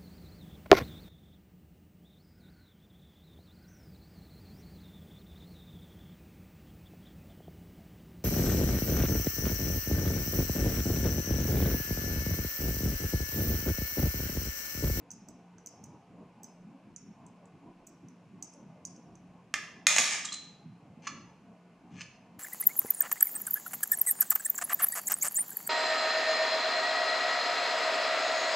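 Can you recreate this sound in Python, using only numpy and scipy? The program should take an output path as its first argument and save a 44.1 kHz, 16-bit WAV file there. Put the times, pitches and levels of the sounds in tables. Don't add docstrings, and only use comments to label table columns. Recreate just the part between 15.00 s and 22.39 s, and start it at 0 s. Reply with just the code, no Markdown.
import sys
import numpy as np
from scipy import signal
from scipy.fft import rfft, irfft
from scipy.io import wavfile
from scipy.ndimage import uniform_filter1d

SR = 44100
rng = np.random.default_rng(int(sys.argv[2]) if len(sys.argv) > 2 else 0)


def persist_wave(psi):
    counts = np.round(np.clip(psi, -1, 1) * 32767).astype(np.int16)
    wavfile.write(sys.argv[1], SR, np.atleast_2d(counts).T)


N = 325899

# pitch_hz, level_db, t60_s
DISH_MODES = [(785, -17, .03), (1185, -2, .03), (1650, -3.5, .03), (1755, 0, .03), (2067, 0, .025),
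              (2328, 1, .022), (2420, 2, .024), (2800, 1, .02), (3310, 2, .016), (3790, -1, .018),
              (4350, -5, .014), (5020, -3, .026), (5470, 2, .022), (5880, -4, .018), (6390, 1.5, .02),
              (6660, 0, .018), (6900, -1, .018), (7320, -5, .016), (7920, -3, .018), (9250, -15, .016),
              (10150, -19, .016)]
LID_MODES = [(1180, -7, .06), (1720, 1, .032), (1950, -2, .016), (2320, 1, .02), (2680, -1, .024),
             (2880, -2, .026), (3360, -7, .018), (4320, -3, .036), (5030, -4, .036), (6020, -1, .022),
             (6220, 1, .024), (6580, -5, .018), (6980, -5, .022), (7760, -15, .017)]
# freq_hz, density_db
DISH_CRACK_SPECTRUM = [(30, -70), (120, -38), (200, -18), (450, -19), (750, -13), (1100, -6), (1700, -2),
                       (2600, 2), (3700, -2), (4500, -3), (5500, -4), (7000, 1), (8200, -5), (9200, -13),
                       (10500, -17), (14000, -33)]
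LID_CRACK_SPECTRUM = [(200, -51), (600, -21.5), (1100, -5), (1800, -7), (2400, 6.5), (3300, -2),
                      (4000, -10), (5300, -8.5), (6200, -3), (9000, -21), (12000, -45)]


def amp(db):
    return 10 ** (np.asarray(db) / 20)


def unit(x):
    return x / np.sqrt(np.mean(x ** 2) + 1e-20)


def read(points, hz):
    f, value = np.transpose(points)
    return np.interp(np.log(hz + 1), np.log(f + 1), value)


def freqs(x):
    return np.fft.rfftfreq(x.shape[-1], 1 / SR)


def shaped(x, db):
    return irfft(rfft(x) * amp(db), x.shape[-1])


def coloured(x, db_of_hz):
    size = 2 * len(x)
    hz = abs(np.fft.fftfreq(size, 1 / SR))
    log_gain = np.log(amp(np.maximum(db_of_hz(hz), -100)))
    response = np.exp(np.conj(signal.hilbert(log_gain)))
    return irfft(rfft(x, size) * response[:len(x) + 1], size)[:len(x)]


def add(mix, start_s, sound):
    part = mix[..., max(round(start_s * SR), 0):][..., :sound.shape[-1]]
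    part += sound[..., :part.shape[-1]]


def panned(x, balance_db):
    return x * amp([[balance_db / 2], [-balance_db / 2]])


def paired(x, coherence):
    same = np.clip(read(coherence, freqs(x)), 0, 1)
    mid, side = rfft(x) * np.sqrt([(1 + same) / 2, (1 - same) / 2])
    return irfft([mid + side, mid - side], x.shape[-1])


def decay(t, t60_s):
    return np.exp(-np.log(1000) * t / t60_s)


def wander(rate_hz):
    noise = rng.standard_normal(N)
    return unit(shaped(noise, -20 * np.log10(1 + (freqs(noise) / rate_hz) ** 4)))


def flow(steady_db, flutter_db, surges, flutter_hz=5.9):
    t = np.arange(N) / SR
    power = amp(steady_db + flutter_db * wander(flutter_hz)) ** 2
    for centre_s, length_s, db in surges:
        arch = np.cos(np.pi * np.clip((t - centre_s) / length_s, -.5, .5))
        power += (amp(db) * arch) ** 2
    return np.sqrt(power)


def ventilation(split_hz=420, top_hz=1300, patchy_db=3, hiss_db=-72.5, waver=.41, waver_hz=3):
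    coherence = [(60, .975), (250, .982), (700, .98), (2000, .88), (5000, .55), (15000, .55)]  # freq_hz, coherence
    air_spectrum = [(15, -70), (25, -15.5), (54, -23.5), (143, -6.5), (173, -4), (206, -5), (305, -9),
                    (332, -12.5), (362, -14), (537, -18), (706, -16.5), (977, -20.5), (1060, -21),
                    (1260, -35), (1500, -31), (1950, -61), (3300, -120)]
    hiss_spectrum = [(710, -37.5), (1200, -7.5), (1270, -7.5), (1490, -6.5), (1610, -7.5), (2090, -11.5),
                     (2180, -8), (2560, -6), (3510, -17.5), (6300, -20.5), (6950, -22.5), (11800, -32.5),
                     (12900, -40.5), (16000, -53)]
    surges = [(0.31, 0.071, -51.5, -65.5), (0.756, 0.15, -76, -62), (0.825, 0.22, -54.5, -83),
              (0.96, 0.089, -56.5, -62.5), (1.175, 0.24, -52, -62.5), (1.898, 0.14, -49, -90),
              (2.56, 0.11, -53.5, -85), (2.666, 0.13, -52, -64), (2.82, 0.095, -60, -61.5),
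              (3.054, 0.087, -52.5, -77), (4.108, 0.17, -53.5, -64), (6.173, 0.28, -50.5, -84),
              (6.956, 0.11, -51, -71)]
    fan_tones = [(178, -64), (692, -79), (1470, -87), (2075, -88), (6850, -96)]  # pitch_hz, level_db
    t = np.arange(N) / SR
    hz = freqs(t)
    noise = paired(rng.standard_normal((2, N)), coherence)
    air = shaped(noise, read(air_spectrum, hz) - 120 * (hz > top_hz))
    frames = signal.stft(air, nperseg=2048, noverlap=1536)[2]
    patches = uniform_filter1d(rng.standard_normal(frames.shape[1:]), size=6, axis=0)
    patches = unit(uniform_filter1d(patches, size=10, axis=1))
    air = signal.istft(frames * amp(patchy_db * patches), nperseg=2048, noverlap=1536)[1][:, :N]
    rumble = shaped(air, -120 * (hz > split_hz))
    rush = air - rumble
    centre_s, length_s, rumble_db, rush_db = np.transpose(surges)
    out = unit(rumble) * flow(steady_db=-58.5, flutter_db=2.5, surges=zip(centre_s, length_s, rumble_db))
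    out += unit(rush) * flow(steady_db=-65, flutter_db=2, surges=zip(centre_s, length_s, rush_db))
    out += amp(hiss_db) * unit(shaped(noise, read(hiss_spectrum, hz)))
    for pitch_hz, level_db in fan_tones:
        envelope = amp(level_db) * np.sqrt(2) * (1 + waver * wander(waver_hz))
        out += envelope * np.sin(2 * np.pi * pitch_hz * t + wander(waver_hz))
    return out


def favoured(modes, spot_hz, spot_db, width_hz=450):
    return [(hz, db + spot_db * np.exp(-((hz - spot_hz) / width_hz) ** 2), t60_s)
            for hz, db, t60_s in modes]


def contact(modes, crack_spectrum, tilt_db_oct, sizzle_db, *,
            crack_db, crack_t60_s, scatter_db, rise_s, detune):
    t = np.arange(3072) / SR
    hz, db, t60_s = np.transpose(modes)[:, :, None]
    db = db + scatter_db * rng.standard_normal(hz.shape)
    phase = rng.random(hz.shape)
    hz = hz * (1 + detune * rng.standard_normal(hz.shape))
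    ring = (amp(db) * decay(t, t60_s) * np.sin(2 * np.pi * (hz * t + phase))).sum(0)
    burst = rng.standard_normal(len(t)) * decay(t, crack_t60_s)
    crack = coloured(burst, lambda f: read(crack_spectrum, f))
    attack = 1 - np.exp(-(t / rise_s) ** 2)
    sound = (unit(ring) + amp(crack_db) * unit(crack)) * attack
    sound = coloured(sound, lambda f: tilt_db_oct * np.log2(np.clip(f, 1000, 12000) / 4000)
                     + np.interp(f, [10500, 13000], [0, sizzle_db]))
    sound = signal.sosfilt(signal.butter(2, 160, "highpass", fs=SR, output="sos"), sound)
    full_swing_samples = 28
    return sound / np.sqrt(np.sum(sound ** 2) / full_swing_samples)


def note(hz, t60_s, rise_s=.00037):
    t = np.arange(SR) / SR
    return decay(t, t60_s) * (1 - np.exp(-t / rise_s)) * np.sin(2 * np.pi * hz * t)


def spreader(room_db=-9, bench_delay_s=.00129, bench_db=-11.5, grip_db=-20, grip_t60_s=.07):
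    # start_s, level_db, tilt_db_oct, balance_db, spot_hz, grip_hz, sizzle_db, rise_s
    ticks = [(0.1047, -36, -7.5, -5, 6000, 5530, -2, 0.001),
             (0.1131, -33.5, -2, -2, 5930, 5380, 10, 0.0022),
             (0.2859, -43, -9, -6.5, 7800, 5460, 16, .0003),
             (0.582, -47.5, -17, -6, 6440, 5670, -15, 0.0007),
             (0.6608, -35.5, 7, -4.5, 6000, 5400, 9, 0.00048), (0.6704, -35, -7, 0, 5760, 5500, 6, 0.00071),
             (0.8395, -41.5, 6, -4, 6370, 5350, 4, 0.00025),
             (1.4326, -40.5, 5, -4, 9350, 5280, 10, 0.00069),
             (1.4425, -39, -7, -3, 5950, 5250, 11, 0.00068),
             (1.962, -34.5, -3, -6, 6480, 5520, -12, 0.00035),
             (2.2648, -50, 7, -4, 7650, 5370, -8, 0.00028),
             (2.456, -57.5, 10, -3, 7800, 5450, -12, 0.00023), (2.8679, -49, 17, 5, 6800, 5520, 2, .0003),
             (2.8714, -43, 9, -5, 7440, 5580, 8, 0.00027), (3.085, -50, 10, -4, 5900, 5400, -2, 0.00022),
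             (3.425, -29, -1.5, -4, 6570, 5530, 3, 0.00022),
             (3.536, -48.5, 5, -0.5, 6150, 5550, -10, 0.00049),
             (3.8509, -28.5, -3.5, -4.5, 6460, 5540, 0, .0005),
             (3.9621, -48.5, -8, -2, 6350, 5500, -10, 0.00044),
             (4.154, -50.5, -3, -4, 6300, 5700, -10, .0002)]
    rim_modes = [(4880, -20, .028), (6070, 0, .026), (6290, -3, .02), (6620, -1, .018), (6930, -4, .022),
                 (7550, -6, .016), (7920, -4, .018), (8380, -9, .018), (9380, -19, .016),
                 (10050, -28, .012), (13100, -25, .014), (14250, -17, .014), (15100, -22, .012)]
    rim_crack = [(1000, -20), (4000, -16), (5300, 4), (6500, 13), (8000, -6), (10000, 2), (12000, -31),
                 (15500, -32)]
    after_ring = [(4890, -31, .1), (6120, -21, .08), (6750, -27, .06), (7980, -28, .06)]  # pitch_hz, relative_db, t60_s
    near, rings = np.zeros((2, N)), np.zeros(N)
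    for start_s, level_db, tilt_db_oct, balance_db, spot_hz, grip_hz, sizzle_db, rise_s in ticks:
        tick = contact(favoured(rim_modes, spot_hz, spot_db=8), rim_crack, tilt_db_oct, sizzle_db,
                       crack_db=-9, crack_t60_s=.019, scatter_db=2.5, rise_s=rise_s, detune=.007)
        tick = panned(amp(level_db) * tick, balance_db)
        add(near, start_s, tick)
        add(near, start_s + bench_delay_s, amp(bench_db) * tick)
        for hz, ring_db, t60_s in after_ring + [(grip_hz, grip_db, grip_t60_s)]:
            add(rings, start_s, amp(level_db + ring_db + rng.uniform(-2, 2)) * note(hz, t60_s))
    return near, amp(room_db) * near.mean(0) + rings


def thud(hz, t60_s, rise_s):
    t = np.arange(12000) / SR
    push = rng.standard_normal(len(t)) * decay(t, t60_s) * (1 - np.exp(-t / rise_s))
    body = coloured(push, lambda f: -10 * np.log10(1 + (2 * np.log2((f + 1) / hz)) ** 8))
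    return body / abs(body).max()


def dish(release_s=4.7, ring_room_db=2, boom_s=4.983, boom_db=-40):
    # start_s, level_db, tilt_db_oct, thud_db, room_db, spot_hz, spot_db, sizzle_db
    knocks = [(4.540, -13.5, -3.5, -23, -4, 2000, -2.5, 4), (4.5411, -22.5, -4.5, -23, -2.5, 6300, 2, 6),
              (4.8680, -7.5, -0.5, -31.5, 0, 3300, 3, 5), (4.8697, -8.5, 5, -29.5, 1, 7000, 4.5, 0.5),
              (4.8762, -19, 5.5, -30.5, -3, 6800, 6, -2), (4.8947, -21.5, 2, -19, 11.5, 2000, 0, 2),
              (4.9253, -21, 2.5, -24.5, 5.5, 2450, 3, 1.5), (4.9621, -17.5, 2, -10, -9, 6900, 15, -2),
              (4.9643, -14, 1, -28, 5, 6900, 18.5, -4.5), (4.9725, -20, 6, -27, -15, 6900, 6, -4),
              (4.9835, -9.5, -2, -20, -5.5, 2400, 1, 1.5), (4.9864, -14, 6, -26, 6.5, 7900, 2.5, -3),
              (4.9925, -17.5, 0.5, -14, -8, 7900, 3, -1), (5.0017, -22.5, 3.5, -12.5, -4.5, 6600, 3, -7),
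              (5.041, -22.5, 2, -30, 7, 2450, -1, -4), (5.1091, -24, 2, -30, 12, 2450, -6.5, -14)]
    finger_filter = [(500, -8), (1200, -6), (1700, 1), (2150, 3), (2600, -1), (3300, -5), (3900, -2),
                     (4500, 1), (5500, -1), (6200, 0), (6900, -1), (8300, -6), (10500, 5)]
    held_ring = [(4.539, 1686, -43.5, .3), (4.539, 1992, -43.5, .15), (4.541, 4463, -56.5, .2),
                 (4.541, 5060, -55, .35), (4.541, 6240, -54, .3)]
    near, far = np.zeros((2, N))
    for start_s, level_db, tilt_db_oct, thud_db, room_db, spot_hz, spot_db, sizzle_db in knocks:
        modes = favoured(DISH_MODES, spot_hz, spot_db)
        knock = contact(modes, DISH_CRACK_SPECTRUM, tilt_db_oct, sizzle_db,
                        crack_db=-2, crack_t60_s=.0087, scatter_db=1.2, rise_s=.0001, detune=.004)
        knock += amp(thud_db) * thud(hz=720, t60_s=.02, rise_s=.0004)[:len(knock)]
        knock *= amp(level_db)
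        if start_s < release_s:
            knock = coloured(knock, lambda f: read(finger_filter, f))
        add(near, start_s, knock)
        add(far, start_s, amp(room_db) * knock)
    for start_s, pitch_hz, level_db, t60_s in held_ring:
        ring = amp(level_db) * note(pitch_hz, t60_s)
        add(near, start_s, ring)
        add(far, start_s, amp(ring_room_db) * ring)
    add(near, boom_s, amp(boom_db) * thud(hz=190, t60_s=.12, rise_s=.002))
    return panned(near, balance_db=-2), far


def rattle(start_s=4.998, time_scale_s=.19, first_db=-25, fall_db=12, uneven_db=4.5, count=20):
    near = np.zeros(N)
    for progress in (np.arange(count) + rng.random(count)) / count:
        touch = contact(DISH_MODES, DISH_CRACK_SPECTRUM,
                        tilt_db_oct=1 + 3.5 * progress, sizzle_db=-24 * np.sqrt(progress),
                        crack_db=-6, crack_t60_s=.016, scatter_db=4, rise_s=.0003, detune=.006)
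        level_db = first_db - fall_db * progress + uneven_db * rng.uniform(-1.2, 1)
        offset_s = time_scale_s * progress * (1.3 - .24 * progress)
        add(near, start_s + offset_s, amp(level_db) * touch)
    return panned(near, balance_db=-1), near


def lid_skids(room_db=-4, hollow_hz=1200, hollow_t60_s=.025):
    skids = [(5.247, .016, -36, -36), (5.321, .014, -40, -37), (5.336, .013, -39.5, -50)]  # start_s, length_s, rms_db, hollow_db
    scuff_spectrum = [(900, -35), (2500, -8.5), (4000, -4.5), (5000, -9), (5800, -3), (6400, 0), (7500, 1),
                      (8600, -10), (9700, -20), (11000, -29), (13000, -77)]
    near, t = np.zeros(N), np.arange(3072) / SR
    for start_s, length_s, rms_db, hollow_db in skids:
        rub = rng.standard_normal(len(t)) * np.sin(np.pi * np.minimum(t / length_s, 1))
        scuff = coloured(rub, lambda f: read(scuff_spectrum, f))
        scuff /= np.sqrt(np.sum(scuff ** 2) / (length_s * SR))
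        add(near, start_s, amp(rms_db) * scuff)
        add(near, start_s, amp(hollow_db) * note(hollow_hz, hollow_t60_s))
    return panned(near, balance_db=-2), amp(room_db) * near


def lid_handling(room_db=-5, hollow_hz=1195, hollow_t60_s=.063):
    pings = [(5.288, 3270, -35, .05, -6), (5.321, 3924, -45, .12, -1), (5.321, 3995, -41.5, .18, -1),
             (5.321, 4070, -39.5, .19, -1), (5.323, 4160, -38.5, .12, -1)]
    hand_bumps = [(5.652, -40.5), (5.698, -42), (5.824, -50.5), (5.966, -44.5)]  # start_s, peak_db
    taps = [(6.0693, -29.5, 0, -4, -8, .0008), (6.0730, -27, 1.5, -1.5, -8, .0004),
            (6.0775, -29, 2.5, -1.5, -8, .0004), (7.0074, -31, -1.5, -18, -1, .0008),
            (7.0145, -31.5, 1.5, -20, -3, .001)]
    after_ring = [(1735, -32, .3), (2830, -32, .25), (4320, -33, .24), (5020, -35, .28), (6150, -36, .24),
                  (7000, -37, .3)]
    near = np.zeros(N)
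    for start_s, level_db, tilt_db_oct, hollow_db, crack_db, rise_s in taps:
        tap = contact(LID_MODES, LID_CRACK_SPECTRUM, tilt_db_oct, sizzle_db=0,
                      crack_db=crack_db, crack_t60_s=.037, scatter_db=2, rise_s=rise_s, detune=.0054)
        add(near, start_s, amp(level_db) * tap)
        for hz, ring_db, t60_s in after_ring + [(hollow_hz, hollow_db, hollow_t60_s)]:
            add(near, start_s, amp(level_db + ring_db) * note(hz * rng.uniform(.993, 1.007), t60_s))
    for start_s, peak_db in hand_bumps:
        add(near, start_s, amp(peak_db) * thud(hz=161, t60_s=.1, rise_s=.0027))
    far = amp(room_db) * near
    for start_s, pitch_hz, level_db, t60_s, ping_room_db in pings:
        ping = amp(level_db) * note(pitch_hz, t60_s)
        add(near, start_s, ping)
        add(far, start_s, amp(ping_room_db) * ping)
    return panned(near, balance_db=-1.5), far


def lid_scrapes(room_db=-3, count=24):
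    slides = [(6.019, .046, -60, -47.5), (6.903, .1, -65.5, -42)]  # start_s, length_s, first_db, last_db
    near = np.zeros(N)
    for start_s, length_s, first_db, last_db in slides:
        for progress in (np.arange(count) + rng.random(count)) / count:
            slip = contact(LID_MODES, LID_CRACK_SPECTRUM, tilt_db_oct=-1, sizzle_db=0,
                           crack_db=1, crack_t60_s=.018, scatter_db=1.5, rise_s=.00076, detune=.0054)
            level_db = first_db + (last_db - first_db) * progress
            add(near, start_s + length_s * progress, amp(level_db) * slip)
    return panned(near, balance_db=3.5), amp(room_db) * near


def reflections(near):
    echoes = [(.0076, -14.5), (.0093, -33), (.0125, -19), (0.019, -15), (0.026, -22)]  # delay_s, gain_db
    out = near.copy()
    for delay_s, gain_db in echoes:
        add(out, delay_s, amp(gain_db) * near)
    return out


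def room(x, build_up_s=.0073, wet_db=-1.5):
    coherence = [(500, 1), (2000, 0.87), (5000, 0.69), (8000, 0.26), (13000, 0.94)]  # freq_hz, coherence
    decay_times = [(300, 0.86), (1500, .62), (3500, 0.65), (6000, 0.55), (8000, .37), (15000, 0.5)]  # freq_hz, t60_s
    absorption = [(10500, 0), (12500, -3), (14500, -12)]  # freq_hz, gain_db
    noise = paired(rng.standard_normal((2, SR)), coherence)
    hz, t, frames = signal.stft(noise, SR, nperseg=256)
    tail = signal.istft(frames * decay(t, read(decay_times, hz)[:, None]), SR, nperseg=256)[1]
    tail *= 1 - np.exp(-(np.arange(tail.shape[1]) / SR / build_up_s) ** 2)
    tail = shaped(tail / np.linalg.norm(tail[0]), wet_db + read(absorption, freqs(tail)))
    return signal.fftconvolve(x[None], tail, axes=1)[:, :N]


def scene():
    near, far = zip(spreader(), dish(), rattle(), lid_skids(), lid_handling(), lid_scrapes())
    return reflections(sum(near)) + panned(room(sum(far)), balance_db=-.45) + ventilation()


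def record(dry):
    low_cut_hz, edge_hz = 45, 15900
    heard = signal.sosfilt(signal.butter(1, low_cut_hz, "highpass", fs=SR, output="sos"), dry)
    lowpass = signal.firwin(511, edge_hz, window=("kaiser", 9), fs=SR)
    return signal.oaconvolve(heard, lowpass[None], "same")


dry = scene()
out = record(dry)
persist_wave(out)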